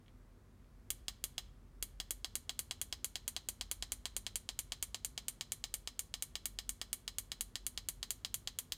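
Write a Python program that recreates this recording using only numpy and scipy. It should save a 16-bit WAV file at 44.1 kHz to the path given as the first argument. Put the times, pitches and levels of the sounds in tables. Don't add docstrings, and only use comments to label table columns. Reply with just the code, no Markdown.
import sys
import numpy as np
from scipy import signal
from scipy.fft import rfft, irfft
from scipy.io import wavfile

SR = 44100
rng = np.random.default_rng(int(sys.argv[2]) if len(sys.argv) > 2 else 0)


def dump_mix(stems):
    frames = np.atleast_2d(stems).T
    limited = np.clip(frames, -1, 1)
    pcm = np.round(limited * 32767).astype(np.int16)
    wavfile.write(sys.argv[1], SR, pcm)


N = 386757

# start_s, peak_db
SNAPS = [(0.9043, -17.5), (1.0826, -19), (1.2402, -18.5), (1.3809, -20), (1.8262, -19), (2.0011, -21),
         (2.1077, -18), (2.2456, -20.5), (2.3545, -18.5), (2.4943, -20), (2.592, -18.5), (2.7107, -19.5),
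         (2.8148, -19), (2.9265, -19.5), (3.045, -18), (3.1563, -19.5), (3.2792, -18.5), (3.3647, -20),
         (3.4876, -19), (3.6111, -19.5), (3.7138, -19), (3.8249, -19.5), (3.9203, -19.5), (4.0556, -20),
         (4.1656, -19.5), (4.2661, -20.5), (4.3571, -18.5), (4.4901, -20), (4.5908, -19), (4.7211, -19.5),
         (4.8265, -18.5), (4.9455, -20), (5.0477, -19), (5.1777, -21), (5.2832, -19), (5.4101, -19.5),
         (5.5202, -19), (5.6403, -19.5), (5.7409, -19), (5.8746, -20.5), (5.9929, -18.5), (6.1404, -19.5),
         (6.2241, -18.5), (6.355, -20.5), (6.4565, -18.5), (6.5883, -20), (6.693, -18.5), (6.8151, -20.5),
         (6.9301, -17.5), (7.0788, -20), (7.1845, -18), (7.3181, -20.5), (7.409, -17.5), (7.5558, -19.5),
         (7.6662, -17.5), (7.7762, -20), (7.8873, -18), (8.0293, -20), (8.1061, -18), (8.2484, -19.5),
         (8.3427, -17.5), (8.4744, -20), (8.5879, -19), (8.7217, -18)]
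# start_s, peak_db
TICKS = [(.062, -58), (.0815, -51), (.644, -64)]
# pitch_hz, longest_t60_s, press_db, release_db (relative levels)
SHELL = [(467, 0.0056, -7, -12.5), (754, 0.019, -60, -4), (1142, 0.0066, -9.5, -5), (1858, 0.01, -8, -4.5),
         (2253, 0.03, -3, -4), (2997, 0.0056, -4.5, -1), (3315, 0.01, -2, 2.5), (3997, 0.0049, -8, -1),
         (4555, 0.0047, -2.5, 0.5), (5083, 0.0063, -7, 2), (6293, 0.0066, -17.5, -7),
         (7045, 0.0017, -2, -7), (8030, 0.0014, -4, -8.5), (8990, 0.011, 3, -16), (10450, 0.002, -4, -26),
         (11960, 0.0036, -11.5, -30.5), (11900, 0.0025, -28.5, -33), (14500, 0.0052, -13.5, -30),
         (14670, 0.0056, -47, -23.5)]
# time_s, bright_db_per_octave, treble_db
SNAP_COLOUR = [(.9, 1.5, 3), (1.4, 0.5, 6), (2, 0.5, 6), (4, 1, 1), (6, 1.5, 1.5), (7.5, 1.5, 2.5),
               (8.35, 1.5, 3.5), (8.6, 0.5, 6.5), (8.77, 3, 10)]
# mean_delay_s, level_db
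REBOUND = [(.00027, -8), (.0003, -13)]
TICK_HZ, TICK_FALL_DB_PER_OCTAVE = 2200, 17


def remote():
    out = np.zeros((2, N))
    mode_hz, _, press_db, release_db = np.transpose(SHELL)
    colour_s, bright_curve, treble_curve = np.transpose(SNAP_COLOUR)
    chance = rng.standard_normal((len(SNAPS) + len(TICKS), len(SHELL) + 1, 1))
    for k, (start_s, peak_db) in enumerate(SNAPS):
        mode_db = (press_db, release_db)[k % 2]
        bright_db = np.interp(start_s, colour_s, bright_curve)
        treble_db = np.interp(start_s, colour_s, treble_curve)
        sound = snap(mode_db, peak_db, REBOUND[k % 2], bright_db, treble_db, chance[k])
        add(out, start_s, sound)
    dull_db = -TICK_FALL_DB_PER_OCTAVE * abs(np.log2(mode_hz / TICK_HZ))
    for k, (start_s, peak_db) in enumerate(TICKS):
        add(out, start_s, snap(dull_db, peak_db, REBOUND[1], 0, 0, chance[-1 - k]))
    return out


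def snap(mode_db, peak_db, rebound, bright_db, treble_db, chance):
    hz, t60_s = np.transpose(SHELL)[:2, :, None]
    f = np.fft.fftfreq(2048, 1 / SR)
    spread_db, delay_jitter, most_cycles = 1.2, .02, 42
    skirt, blur = 1.6, 1.6
    rise_s = .00006

    tilt_db = bright_db * np.log2(hz / 5000) + treble_db * (hz > 11500)
    top_db = mode_db[:, None] + tilt_db + spread_db * chance[1:]
    t60_s = np.minimum(t60_s, most_cycles / hz)
    width_hz = np.log(1000) / (np.pi * t60_s)

    delay_s = rebound[0] * (1 + delay_jitter * chance[0])
    blows = 1 + gain_of(rebound[1]) * np.exp(-2j * np.pi * f * delay_s)
    front = np.fft.ifft(blows * pulse(f, hz, width_hz, top_db, skirt)).real[:1024]
    front = front * (1 - np.exp(-np.arange(len(front)) / (rise_s * SR)))

    around = np.fft.ifft(pulse(f, hz, blur * width_hz, top_db, skirt)).real[:1024]
    around = around * np.linalg.norm(front) / np.linalg.norm(around)
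    return -gain_of(peak_db) * np.array([front, around]) / abs(front).max()


def pulse(f, hz, width_hz, top_db, skirt):
    resonance = 1 / (1 + (2 * (abs(f) - hz) / width_hz) ** 2) ** skirt
    gain = np.sqrt((gain_of(top_db) ** 2 * resonance).sum(0))
    return np.exp(np.conj(signal.hilbert(np.log(gain))))


# delay_s, level_db
ECHOES = [(.0012, -41.5), (.0032, -18), (.0048, -23)]
# band_hz, t60_s
NEAR = [(500, 0.055), (1500, 0.1), (4000, 0.064), (9000, 0.066), (15000, 0.06)]
# band_hz, t60_s
WALLS = [(500, 0.25), (1500, 0.59), (4000, 0.41), (9000, 0.25), (15000, 0.22)]
# pitch_hz, t60_s, level_db
RING = [(4050, .2, -51.5), (3975, .17, -55), (4140, .15, -56)]
NEAR_DB, WALLS_DB = -1.5, -15.5
TAIL_TURN_PER_S = .1


def room(front, around):
    out = front.copy()
    for delay_s, level_db in ECHOES:
        add(out, delay_s, gain_of(level_db) * front)
    angle = 2 * np.pi * TAIL_TURN_PER_S * np.arange(N) / SR
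    for turn in (0, np.pi / 2):
        part = around * np.cos(angle + turn)
        add(out, 0, gain_of(NEAR_DB) * signal.fftconvolve(part, tail(NEAR, .0015)))
        add(out, 0, gain_of(WALLS_DB) * signal.fftconvolve(part, tail(WALLS, .006)))
    t = np.arange(SR // 2) / SR
    for pitch_hz, t60_s, level_db in RING:
        ring = gain_of(level_db - 60 * t / t60_s) * np.sin(2 * np.pi * pitch_hz * t)
        add(out, 0, signal.fftconvolve(around, ring))
    return out


# band_hz, level_db (relative)
SCATTER = [(400, -1), (1200, -3), (2500, -2), (4100, 0.5), (5000, -7), (5800, 3), (8000, -0.5), (10500, 4),
           (13500, 11), (15500, 0)]


def tail(decays, delay_s):
    taps = rng.choice([-1., 1.], SR // 2) * (rng.random(SR // 2) < .25)
    hz, t, bands = signal.stft(taps, SR, nperseg=64)
    decay_db = -60 * t / read(decays, hz)[:, None]
    bands = bands * gain_of(read(SCATTER, hz)[:, None] + decay_db)
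    taps = signal.istft(bands, SR, nperseg=64)[1]
    return np.append(np.zeros(round(delay_s * SR)), taps / np.linalg.norm(taps))


# pitch_hz, rms_db
TONES = [(42.9, -65), (55.5, -74), (66.96, -76)]
# time_s, rms_db
UNSTEADY = [(0, -79), (.8, -62.5), (1.5, -68), (2, -61), (2.6, -78), (3.3, -72), (3.7, -56.5), (4.3, -66),
            (4.8, -64), (6, -74), (6.6, -56), (7.1, -69.5), (7.7, -62), (8.77, -78)]
# time_s, pitch_hz, rms_db
DRONE = [(0, 76.6, -74), (2.5, 78.36, -67), (4.8, 79.7, -70.5), (5.8, 83.4, -83), (8.77, 82.3, -71)]
# centre_hz, width_hz, rms_db
FUZZY_LINES = [(42.1, 3, -66), (58.25, 2, -69), (97, 1.7, -73), (99.7, 2, -74.5), (141.4, 25, -75.5),
               (202.8, 15, -77), (243.7, 32, -74)]
UNSTEADY_HZ = 48.41


def hum():
    t, f = np.arange(N) / SR, np.fft.rfftfreq(N, 1 / SR)
    out = sum(tone(pitch_hz, rms_db) for pitch_hz, rms_db in TONES)
    out = out + tone(UNSTEADY_HZ, np.interp(t, *np.transpose(UNSTEADY)))
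    time_s, pitch_hz, rms_db = np.transpose(DRONE)
    out = out + tone(np.interp(t, time_s, pitch_hz), np.interp(t, time_s, rms_db))
    for centre_hz, width_hz, rms_db in FUZZY_LINES:
        peak = 1 / (1 + (2 * (f - centre_hz) / width_hz) ** 2)
        out = out + shaped_noise(peak, rms_db)
    return out


def tone(hz, rms_db):
    phase = 2 * np.pi * np.cumsum(hz * np.ones(N)) / SR
    return np.sqrt(2) * gain_of(rms_db) * np.cos(phase)


# freq_hz, density_db_per_hz (relative)
AIR = [(200, -19), (350, -0.5), (550, -6), (800, -10.5), (1100, -9.5), (2000, -16), (2800, -21.5),
       (6500, -25), (9000, -27), (10500, -29), (12000, -28), (16000, -45)]
# freq_hz, density_db_per_hz (relative)
RUMBLE = [(32, -43), (41, -11.5), (50, -5.5), (70, -3), (110, -4), (170, -11.5), (300, -16.5), (500, -45.5)]
AIR_RMS_DB, RUMBLE_RMS_DB = -72.5, -66.5


def air_and_rumble():
    hz = np.fft.rfftfreq(N, 1 / SR)
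    air = shaped_noise(gain_of(read(AIR, hz)), AIR_RMS_DB)
    return air + shaped_noise(gain_of(read(RUMBLE, hz)), RUMBLE_RMS_DB)


def shaped_noise(gain, rms_db):
    noise = irfft(rfft(rng.standard_normal(N)) * gain, N)
    return gain_of(rms_db) * noise / np.sqrt(np.mean(noise ** 2) + 1e-20)


def gain_of(db):
    return 10 ** (np.asarray(db) / 20)


def read(points, hz):
    f, value = np.transpose(points)
    return np.interp(np.log(hz + 1), np.log(f + 1), value)


def add(mix, start_s, sound):
    part = mix[..., round(start_s * SR):][..., :sound.shape[-1]]
    part += sound[..., :part.shape[-1]]


def scene():
    front, around = remote()
    return (room(front, around) + hum() + air_and_rumble())[None]


EDGE_HZ = 16250


def record(dry):
    lowpass = signal.firwin(121, EDGE_HZ, window=("kaiser", 9), fs=SR)
    return signal.oaconvolve(dry, lowpass[None], "same")


dry = scene()
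out = record(dry)
dump_mix(out)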